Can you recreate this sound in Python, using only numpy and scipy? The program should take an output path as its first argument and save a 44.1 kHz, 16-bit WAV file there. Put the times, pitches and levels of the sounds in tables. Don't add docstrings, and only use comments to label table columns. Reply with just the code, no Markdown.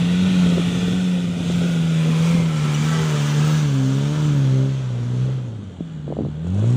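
import sys
import numpy as np
from scipy import signal
from scipy.fft import rfft, irfft
from scipy.io import wavfile
from scipy.ndimage import uniform_filter1d, map_coordinates

SR = 44100
rng = np.random.default_rng(int(sys.argv[2]) if len(sys.argv) > 2 else 0)


def generate_wav(sig):
    pcm = np.round(np.clip(np.atleast_2d(sig).T, -1, 1) * 32767).astype(np.int16)
    wavfile.write(sys.argv[1], SR, pcm)


def ratio(d):
    e = np.asarray(d, float) / 20
    return 10 ** e


N = 298116

# t/s, side (0 rear, 1 flank, 2 hidden, 3 gone or front)
VIEW_SIDE = [(0, -0.5), (1.9, 0), (2.3, 1.15), (3.7, 2.05), (5.35, 2), (5.8, 3), (6.76, 3.5)]
# t/s, upper-order gain/dB
FACING_GAIN = [(0, -2), (.5, 2.5), (1.2, -2), (2.0, -0.5), (2.35, 2), (2.55, 5), (2.75, 10.5), (3.05, 3.5),
               (3.5, 7), (3.85, 11), (4.2, 11), (4.69, 9.5), (4.78, -5.5), (5.05, 4), (5.4, -2.5),
               (6.4, -3), (6.76, -2)]
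# t/s, firing tone level/dB
CLIMBER_THROTTLE = [(0.0, -18), (0.46, -15), (0.72, -21.5), (1.15, -18.5), (1.36, -25.5), (1.57, -19.5),
                    (2.35, -15.5), (2.51, -20.5), (3.01, -18.5), (3.27, -20), (3.39, -16), (4.16, -20.5),
                    (4.31, -16), (4.61, -16), (4.74, -22), (5.0, -23.5), (5.24, -18.5), (5.75, -37.5)]
# t/s, firing tone level/dB
FOLLOWER_THROTTLE = [
    (5.8, -49),
    (6.1, -44),
    (6.43, -35),
    (6.49, -22.5),
    (6.66, -15.5),
    (6.76, -15.5),
]
# f/Hz, level/dB per Hz
FRONT_HISS = [(2530, -28), (4000, -10), (4700, -11), (5600, -4.5), (7200, 0.5), (8800, -8.5),
              (10800, -19.5), (12500, -32), (16200, -65), (22000, -120)]
FULL_THROTTLE_DB = -15


def unit(x):
    return x / np.sqrt(np.mean(x ** 2) + 1e-20)


def along(points, hz):
    f, v = np.transpose(points)
    return np.interp(np.log(hz + 1), np.log(f + 1), v)


def curves(rows, t=None):
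    s, *cols = np.transpose(rows)
    at = np.arange(N) / SR if t is None else t
    return [np.interp(at, s, c) for c in cols]


def eased(points):
    s, v = np.transpose(points)
    step = np.diff(v) / np.diff(s)
    same_way = step[1:] * step[:-1] > 0
    slope = np.pad(np.where(same_way, (step[1:] + step[:-1]) / 2, 0), 1)
    place = np.interp(np.arange(N) / SR, s, np.arange(len(s)) * (1 - 1e-9))
    k, u = place.astype(int), place % 1
    bend = u * (1 - u) * ((1 - u) * slope[k] - u * slope[k + 1]) * np.diff(s)[k]
    return v[k] + u * u * (3 - 2 * u) * np.diff(v)[k] + bend


def wobble(rate_hz):
    knots = rng.standard_normal(int(N * rate_hz / SR) + 4)
    return map_coordinates(knots, [np.arange(N) * rate_hz / SR])


def rush(shape_db, patchy_db, wide=8, long=5):
    hz, t, z = signal.stft(rng.standard_normal(N), SR, nperseg=1024)
    field = uniform_filter1d(rng.standard_normal(z.shape), wide, 0)
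    field = uniform_filter1d(field, long, 1)
    gain = ratio(shape_db(hz[:, None], t)) * np.ones(z.shape)
    gain = gain / np.sqrt(np.mean(gain ** 2, axis=0))
    patches = ratio(patchy_db * unit(field))
    return unit(signal.istft(z * gain * patches, SR, nperseg=1024)[1][:N])


def still(points):
    return lambda hz, t: along(points, hz)


def speed_shifts():
    shift_rows = [(.42, .06, -.9), (.73, .1, 1.3), (1.02, .05, 1.1), (1.25, .15, -1.1), (1.63, .15, 2.6),
                  (2.23, .08, -1.4), (2.81, .08, -1.4), (3.17, .07, -1.6), (3.42, .09, -1.3),
                  (4.02, .06, -.8), (5.5, .1, -.9), (6.68, .05, 1.3)]
    t = np.arange(N) / SR
    return sum(hz * np.exp(-((t - s) / half) ** 2) for s, half, hz in shift_rows)


def order_swell_db(k):
    # t mid/s, half length/s, multiple, gain/dB
    order_gain_rows = [(.05, 0.11, 5, 5.5), (0.25, .15, 3, 3), (0.51, 0.061, 5, 9.5), (0.54, 0.086, 6, 10),
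                       (0.79, 0.18, 5, 10.5), (1.08, .1, 6, 5.5), (1.28, 0.042, 6, 8), (1.76, .12, 6, 10),
                       (2.29, 0.21, 6, 11), (2.32, 0.14, 5, 4.5), (1.29, 0.18, 3, 4.5), (2.056, 0.12, 7, 10),
                       (.22, .25, 4, 0.5), (2.03, 0.16, 4, 3), (4.6, .25, 8, -5), (2.4, .18, 4.5, 16),
                       (4.9, .12, 5, -8), (4.93, .15, 8, -13), (.35, .2, 3, 1), (0.92, .12, 5, 2.5),
                       (.15, .12, 6, 3), (1.15, 0.24, 5, 3), (4.84, .08, 4, 3), (5.3, 0.11, 6, -7),
                       (6.5, .12, 3, -2), (3.23, 0.19, 8, 4.5), (4.17, .12, 8, 4.5), (6.62, 0.11, 5, 3),
                       (6.65, .08, 7, 7), (2.68, 0.08, 5, 8), (3.12, 0.55, 3, 4.5), (3, 0.19, 5, 9),
                       (3.07, 0.22, 6, 10), (3.8, 0.088, 6, 2.5), (3.844, .12, 4, 9.5), (4.05, 0.16, 3, 5),
                       (4.04, 0.39, 6, 5), (4.46, 0.23, 4, 3.5), (4.607, 0.12, 6, 10.5), (5.62, 0.18, 4, 15),
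                       (5.05, .13, 4, 8), (4.5, .2, 3, 1), (5.18, .12, 5, 4.5), (5.15, .12, 6, 6),
                       (6.493, 0.12, 4, 5), (6.7, 0.082, 3, 4.5),
                       (.2, .25, 2.5, 12), (.3, .2, 1, 6), (.06, 0.055, 4, 6), (.42, .1, 8, 7),
                  (.42, .08, 9, 12), (.8, 0.14, 3, 3), (2.1, .06, 3, 5.5), (2.58, .06, 7, 6),
                  (2.91, .09, 5.5, 20), (2.8, .18, 10, 7), (3.42, .08, 6, 9), (3.42, .07, 10, 13),
                  (3.68, .06, 6, 5), (4.27, 0.071, 5, 4), (4.98, .06, 6, 5.5), (5.15, 0.13, 3, 4),
                  (5.2, .1, 7, 12), (5.22, .08, 1, 9), (2.22, .2, 8, 6), (4.57, 0.14, 8, 8),
                  (.62, .3, 4, -4), (1.85, .15, 5, -4), (2.33, .2, 4, -7), (2.58, 0.056, 5, -5),
                  (2.85, 0.11, 5, -9), (3.0, .12, 4, -7.5), (3.85, .12, 5, -12), (5.33, .25, 8, -8),
                  (5.42, .12, 9, -8), (5.42, .12, 10, -8), (4.32, .12, 7, -8), (6.6, 0.11, 5, -6)]
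    t = np.arange(N) / SR
    return sum(db * np.exp(-((t - s) / half) ** 4)
               for s, half, order, db in order_gain_rows if round(2 * order) == round(2 * k))


def exhaust(speed, effort, orders, jitter, unsteady_db, lag_rad):
    # multiple of crankshaft speed, level re order 3/dB
    minor_orders = [(1, -1.5), (1.5, -22.5), (2.5, -11), (3.5, -19), (4.5, -27), (5.5, -23), (6.5, -26),
                    (7, -11), (7.5, -26), (8, -8), (8.5, -24), (9, -14.5), (10, -10.5)]
    # f/Hz, gain/dB
    pipe_gain = [(40, -13), (70, -2), (400, -2), (580, 1.5), (680, -11), (1000, -21)]
    shaft_hz = eased(speed)
    firing_db, = curves(effort)
    facing_db, = curves(FACING_GAIN)
    turn = 2 * np.pi * np.cumsum((shaft_hz + speed_shifts()) * (1 + jitter * wobble(25))) / SR

    t = np.arange(N) / SR
    start_s, end_s = effort[0][0], speed[-1][0]
    fade_in = np.clip((t - start_s) / .02 + (start_s == 0), 0, 1)
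    heard = fade_in * np.clip((end_s + .03 - t) / .01, 0, 1)

    beat = np.sin(2 * turn)
    out = ratio(firing_db + 3.5 + 0.27 * wobble(30)) * beat
    levels_db = [db + share * (firing_db - FULL_THROTTLE_DB) + aimed * facing_db
                 for _, db, share, aimed in orders]
    for k, db in zip((3, 4, 5, 6), levels_db):
        flicker_db = unsteady_db * (0.42 * wobble(6) + 0.05 * k * wobble(20))
        level = ratio(db + 3 + order_swell_db(k) + flicker_db)
        out = out + level * np.sin(k * turn + lag_rad + .045 * k * wobble(12))

    effort_db = uniform_filter1d(levels_db[0], SR // 3)
    smear_rad = .05
    for k, db in minor_orders:
        piped_db = db + order_swell_db(k) + along(pipe_gain, k * shaft_hz)
        level = ratio(effort_db + piped_db + unsteady_db * wobble(7))
        out = out + level * np.sin(k * turn + smear_rad * k * wobble(16))
    return heard * out, heard * beat


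def climber():
    # t/s, crankshaft speed/Hz
    climb_speed = [(0, 86), (.29, 92.6), (.62, 86.37), (1.03, 90.8), (1.52, 84.93), (2.09, 80.15),
                   (2.33, 85.22), (2.66, 74.45), (2.97, 79.24), (3.24, 73.7), (3.53, 77.3), (3.83, 65.87),
                   (4.2, 75.96), (4.53, 65.7), (4.71, 67.26), (5.0, 60.17), (5.33, 65.05), (5.8, 43.1)]
    # multiple, full-throttle level/dB, share of throttle swing, share of facing gain
    climb_orders = [(3, -35.5, 0.61, 0.19), (4, -43, 0.55, 1.2), (5, -46, 0.43, .1), (6, -48, 0.58, 0.43)]
    return exhaust(climb_speed, CLIMBER_THROTTLE, climb_orders, jitter=0.004, unsteady_db=3.5, lag_rad=0.05)


def echoes(hz, t):
    echo_rows = [(0, 1.3, 2170, 2200, -6), (0, 1.9, 1000, 1100, -4), (1.8, 2.25, 1050, 850, -6),
                 (2.05, 2.8, 1880, 1560, -3.5), (1.95, 2.5, 1620, 1220, -3), (2.15, 2.5, 2050, 1930, -4),
                 (0, .9, 2950, 3100, -4), (.2, 1.4, 3250, 3650, 1.5), (5.5, 6.45, 2800, 2500, -5),
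                 (5.6, 6.05, 1000, 950, -6), (3.2, 4.7, 1900, 1900, -4), (0, .9, 1630, 1650, -7),
                 (1.3, 1.85, 1740, 1760, -6), (0, .35, 4100, 4000, -3)]
    width_hz = 90
    gain_db = 0
    for start_s, end_s, from_hz, to_hz, db in echo_rows:
        share = np.clip((t - start_s) / (end_s - start_s), 0, 1)
        centre_hz = from_hz + share * (to_hz - from_hz)
        swell = np.sqrt(abs(np.sin(np.pi * share)))
        gain_db = gain_db + db * swell * np.exp(-((hz - centre_hz) / width_hz) ** 2)
    return gain_db


def roar_colour(hz, t):
    # f/Hz, level/dB per Hz
    rear = [(410, -37), (700, -3.5), (839, -5.5), (1030, -11.5), (1440, 1), (1530, -4), (1640, -7.5),
            (1920, -4), (2140, -8), (2410, -2.5), (3030, -3.5), (3480, 1), (4600, -21.5), (5980, -45),
            (10100, -120)]
    # f/Hz, level/dB per Hz
    flank = [(410, -16), (700, -20), (763, -4), (1220, -5), (1340, -4), (1480, -8.5), (1840, -5.5),
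             (2010, -4.5), (2190, -7.5), (2390, -0.5), (2610, -10), (3280, -6.5), (4600, -18.5),
             (5980, -51), (10100, -120)]
    # f/Hz, level/dB per Hz
    hidden = [(410, -14), (700, -11), (757, -11), (908, -8.5), (1150, -9), (1300, -7), (2190, -15),
              (3380, -10.5), (4600, -22), (5980, -52), (10100, -120)]
    # t/s, f/Hz, depth/dB
    sand_notch = [(0, 1620, 13), (1.1, 1660, 19), (1.5, 1780, 22), (1.95, 1860, 8), (2.3, 1845, 9),
                  (2.6, 1880, 3), (2.85, 1850, 1.5), (6.76, 1850, 1)]
    view, = curves(VIEW_SIDE, t)
    notch_hz, depth_db = curves(sand_notch, t)
    sides_db = sum(np.clip(1 - abs(np.minimum(view, 2) - k), 0, 1) * along(side, hz)
                   for k, side in enumerate((rear, flank, hidden)))
    return sides_db + echoes(hz, t) - depth_db * np.exp(-((hz - notch_hz) / 55) ** 2)


def hiss_colour(hz, t):
    # f/Hz, level/dB per Hz
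    near_hiss = [(2530, -5), (4300, -8.5), (4720, -1), (5370, -1.5), (6080, 0), (7440, -1.5),
                 (10600, -12.5), (12600, -22.5), (13500, -33), (14000, -24)]
    # f/Hz, level/dB per Hz
    far_hiss = [(2530, -28), (4300, -4), (5120, -4.5), (6090, 0.5), (7650, -4.5), (9480, -15),
                (10800, -18.5), (12500, -26), (16200, -60), (22000, -120)]
    # f/Hz, width/Hz, depth/dB, t end/s
    body_shade = (4440, 650, 13, 1.1)
    view, = curves(VIEW_SIDE, t)
    shade_hz, width_hz, depth_db, until_s = body_shade
    shade_db = np.clip(1 - t / until_s, 0, 1) * depth_db * np.exp(-((hz - shade_hz) / width_hz) ** 2)
    hiss_db = sum(np.clip(1 - abs(np.clip(view, 1, 3) - k), 0, 1) * along(hiss, hz)
                  for k, hiss in enumerate((near_hiss, far_hiss, FRONT_HISS), 1))
    return hiss_db - shade_db


def bay_levels():
    # t/s, block roar level/dB, clear-view gain/dB
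    nearness = [(0, -34.5, -2), (.43, -32, -2), (1.0, -36, 1), (1.33, -40, 1.5), (1.52, -35.5, 2),
                (2.0, -36.5, 1.5), (2.27, -32, 2), (2.5, -36.5, 0.5), (2.95, -31, 1), (3.16, -32, 1.5),
                (3.5, -31.5, 2), (3.8, -38, 1.5), (4.1, -36, 0.5), (4.95, -45, -1.5), (5.22, -44, -0.5),
                (5.62, -53.5, -2.5), (6.0, -52, -5), (6.4, -51.5, -5.5), (6.68, -43, 0)]
    # usual level/dB, share of roar swing, share of clear view, share of facing gain
    rasp_law = (-34.7, 0.37, 0, -0.33)
    # same columns, level/dB then shares
    hiss_law = (-43, 1.02, 0.82, 0.05)
    # same columns, level/dB then shares
    sizzle_law = (-65, 1.5, 2.0, 0.36)
    usual_roar_db = -35
    roar_db, clear_db = curves(nearness)
    facing_db, = curves(FACING_GAIN)
    rasp_db, hiss_db, sizzle_db = (db + near * (roar_db - usual_roar_db) + clear * clear_db + aimed * facing_db
                                   for db, near, clear, aimed in (rasp_law, hiss_law, sizzle_law))
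    throttle_db, = curves(CLIMBER_THROTTLE + FOLLOWER_THROTTLE)
    return rasp_db + 0.21 * (throttle_db - FULL_THROTTLE_DB), roar_db, hiss_db, sizzle_db


def bay(beat, near_beat):
    # f/Hz, level/dB per Hz
    rasp_colour = [(60, -37), (120, 7.5), (250, -8), (450, -3.5), (700, -13), (1100, -24), (2000, -65),
                   (4000, -120)]
    # f/Hz, level/dB per Hz
    sizzle_colour = [(8120, -43.5), (13800, -12), (14400, -3), (14900, 9), (15600, -15)]
    rasp_db, roar_db, hiss_db, sizzle_db = bay_levels()
    load = wobble(9)
    throb = 1 + .12 * beat + .17 * near_beat
    rasp_throb = 1 + 0.13 * (beat + near_beat)
    rasp = ratio(rasp_db + 2 + 1.56 * wobble(14)) * rasp_throb * rush(still(rasp_colour), patchy_db=2.0)
    streaky = rush(roar_colour, patchy_db=1.7, wide=2, long=16)
    roar = ratio(roar_db + 0.44 * load) * throb * streaky
    hiss = ratio(hiss_db + 0.41 * load + 0.16 * wobble(30)) * throb * rush(hiss_colour, patchy_db=1.5)
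    sizzle = ratio(sizzle_db + .7 * load + .8 * wobble(25)) * rush(still(sizzle_colour), patchy_db=2.0)
    return rasp + roar + hiss + sizzle


def panels():
    panel_rows = [(.0, 0.58, 1470, -47), (.7, 1.08, 1490, -47), (1.6, 1.99, 1435, -45.5),
                  (2, 2.25, 1016, -42.5), (2.22, 2.34, 1350, -42), (2.42, 2.76, 1335, -39),
                  (2.82, 3.094, 1320, -36), (2.84, 3.02, 1560, -39), (2.88, 3.05, 1950, -39.5),
                  (3.22, 3.32, 1990, -42), (3.24, 3.34, 1700, -42), (2.2, 2.4, 2400, -45.5),
                  (2.3, 2.48, 2110, -42.5), (.7, .95, 3400, -44.5), (.2, .45, 2450, -44.5),
                  (2.85, 3.08, 1150, -41), (3.2, 3.32, 1490, -43), (3.25, 3.4, 1390, -42),
                  (3.4, 3.62, 1308, -40), (3.38, 3.66, 1650, -42), (3.38, 3.53, 755, -42),
                  (1.96, 2.32, 565, -40), (1.98, 2.2, 455, -42), (4.42, 4.75, 585, -43),
                  (3.4, 3.58, 960, -43), (2.9, 3.1, 870, -45), (2.58, 2.76, 398, -41),
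                  (2.7, 2.95, 450, -42), (5.12, 5.34, 435, -44), (5.62, 5.78, 3170, -60)]
    chatter_hz = 27
    t = np.arange(N) / SR
    out = np.zeros(N)
    for start_s, end_s, hz, db in panel_rows:
        swell = np.sin(np.pi * np.clip((t - start_s) / (end_s - start_s), 0, 1)) ** 0.41
        tone = np.sin(2 * np.pi * hz * t + 1.2 * wobble(40))
        chatter = 1 + .5 * np.sin(2 * np.pi * chatter_hz * t + hz)
        out += ratio(db + 1 + 2.8 * wobble(18)) * swell * tone * chatter
    return out


def gusts():
    gust_rows = [(0, .05, -33), (.4, 0.24, -29), (.86, 0.17, -27.5), (1.25, 0.069, -36), (1.55, 0.26, -31),
                 (2.107, 0.026, -30), (2.38, 0.11, -31.5), (2.63, 0.048, -29.5), (2.823, 0.046, -34),
                 (3.02, 0.073, -38), (3.65, 0.12, -40), (4.27, .2, -36), (5.1, .4, -47), (5.55, 0.17, -45),
                 (5.948, 0.22, -46.5), (6.21, 0.082, -27)]
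    calm_db = -46
    t = np.arange(N) / SR
    blown = sum(ratio(db) * np.exp(-((t - s) / half) ** 2) for s, half, db in gust_rows)
    return 20 * np.log10(ratio(calm_db) + blown)


def ringing(hz, centre_hz, width_hz):
    return 1j * hz * width_hz / (centre_hz ** 2 - hz ** 2 + 1j * hz * width_hz)


def wind():
    # f/Hz, level/dB per Hz
    buffet_colour = [(20, -42), (48, -41), (70, 0), (105, -4), (160, -1), (240, -2.5), (500, -36),
                     (1000, -66), (2000, -120)]
    # t/s, thud peak level/dB, crackle peak level/dB, thud f/Hz
    pop_rows = [(0.46, -16, -36, 350), (0.523, -20, -36, 250), (0.574, -13, -30, 320),
                (0.58, -12.5, -23, 500), (0.596, -13, -30, 330), (0.828, -21, -29, 300),
                (0.881, -15, -32, 380), (0.932, -16, -40, 340), (1.02, -28, -40, 380),
                (1.405, -17.5, -30, 250), (1.499, -18, -28, 400), (1.616, -23, -26, 400),
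                (1.641, -22.5, -29, 350), (2.401, -20, -30, 430), (5.377, -27, -36, 400),
                (5.785, -22, -45, 150), (5.806, -14.5, -28, 231), (6.078, -22, -28, 400),
                (6.087, -21, -36, 220), (6.102, -19, -31, 380), (6.108, -20, -40, 300),
                (6.115, -24, -29, 400), (6.123, -22, -16.5, 520), (6.133, -24, -36, 350),
                (6.167, -23, -21.5, 400), (6.187, -15, -21.5, 420), (6.196, -20, -28, 350),
                (6.206, -12, -27, 240), (6.217, -18.5, -29, 400), (6.233, -16.5, -34, 230),
                (6.249, -23, -26.5, 550), (6.255, -19, -40, 170), (6.264, -22, -36, 380),
                (6.284, -21.5, -45, 250), (6.445, -26, -45, 350), (6.467, -31, -29, 600),
                (6.545, -29, -30, 450), (6.59, -28, -35, 500), (6.624, -19, -40, 420),
                (6.641, -21, -28, 480)]
    buffet_db = gusts()
    pops = np.zeros(N + SR)
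    t = np.arange(2048) / SR
    hz = np.fft.rfftfreq(2048, 1 / SR)
    bright = ringing(hz, 600, 620) ** 4
    for s, thud_db, crackle_db, thud_hz in pop_rows:
        dull = ringing(hz, thud_hz, 1.3 * thud_hz) ** 3
        eddy = rng.standard_normal(2048) * (1 - np.exp(-t / .001)) * np.exp(-t / .0035)
        push = eddy + 5.1 * rng.choice([-1, 1]) * (t < .0012)
        snap = eddy + 1.1 * (t < .0006)
        for db, burst, colour in ((thud_db - .5, push, dull), (crackle_db - 2.0, snap, bright)):
            part = irfft(rfft(burst) * colour, 2048)
            pops[round(s * SR):][:2048] += ratio(db) * part / abs(part).max()
    lumps = ratio(0.52 * wobble(24))
    buffet = unit(lumps * rush(still(buffet_colour), patchy_db=1.0))
    return pops[:N] + ratio(buffet_db + 1.5) * buffet


def air():
    # f/Hz, level/dB per Hz
    air_colour = [(11000, -40), (12800, -3), (13800, 0), (15200, 4), (15700, -10)]
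    return ratio(-95) * rush(still(air_colour), patchy_db=2.5)


def ticks():
    # t/s, peak level/dB
    tick_rows = [(0.4894, -29), (0.4994, -30), (0.509, -36), (5.255, -44), (5.64, -50), (6.4712, -42),
                 (6.4824, -45), (6.5031, -43), (6.546, -39.5), (6.576, -41.5), (6.5864, -42),
                 (6.5956, -37.5), (6.6514, -45), (6.6752, -41), (6.6944, -45), (6.702, -36), (6.726, -38)]
    gate = np.zeros(N + SR)
    t = np.arange(512) / SR
    for s, db in tick_rows:
        gate[round(s * SR):][:512] += ratio(db - 4.0) * (1 - np.exp(-t / .0004)) * np.exp(-t / 0.0029)
    return gate[:N] * rush(still(FRONT_HISS), patchy_db=3.0)


def squeak():
    # (multiple, level/dB)
    chirp = (2.749, 2930, .008, [(1, -31), (2, -33), (3, -45), (4, -58), (5, -56)])
    mid_s, hz, half_s, partials = chirp
    t = np.arange(N) / SR - mid_s
    turn = 2 * np.pi * hz * t + .35 * wobble(150)
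    return np.exp(-(t / half_s) ** 2) * sum(ratio(db) * np.sin(k * turn) for k, db in partials)


def follower():
    # t/s, crankshaft speed/Hz
    follow_speed = [
        (5.75, 42.5),
        (6.1, 36.5),
        (6.26, 36.5),
        (7.0, 72),
    ]
    # multiple, full-throttle level/dB, share of throttle swing, share of facing gain
    follow_orders = [(3, -34, 0.41, 0), (4, -29, .05, 0), (5, -40.5, 0.38, 0.0032), (6, -39, 0.45, 0)]
    return exhaust(follow_speed, FOLLOWER_THROTTLE, follow_orders, jitter=0.0049, unsteady_db=1.5, lag_rad=-0.88)


def scene():
    first, first_beat = climber()
    second, second_beat = follower()
    vehicles = first + second + bay(first_beat, second_beat) + panels() + ticks() + squeak()
    return (vehicles + wind() + air())[None]


def band_limit(x):
    return signal.sosfilt(signal.butter(12, 16860, fs=SR, output="sos"), x)


def record(dry):
    size = N + 8192 - N % 2
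    hz = np.fft.rfftfreq(size, 1 / SR)
    band = (hz < 15510) / (1 + (36 / (hz + 1)) ** 2)
    mix = irfft(rfft(dry, size) * band)[:, :N]
    return band_limit(mix)


dry = scene()
out = record(dry)
generate_wav(out)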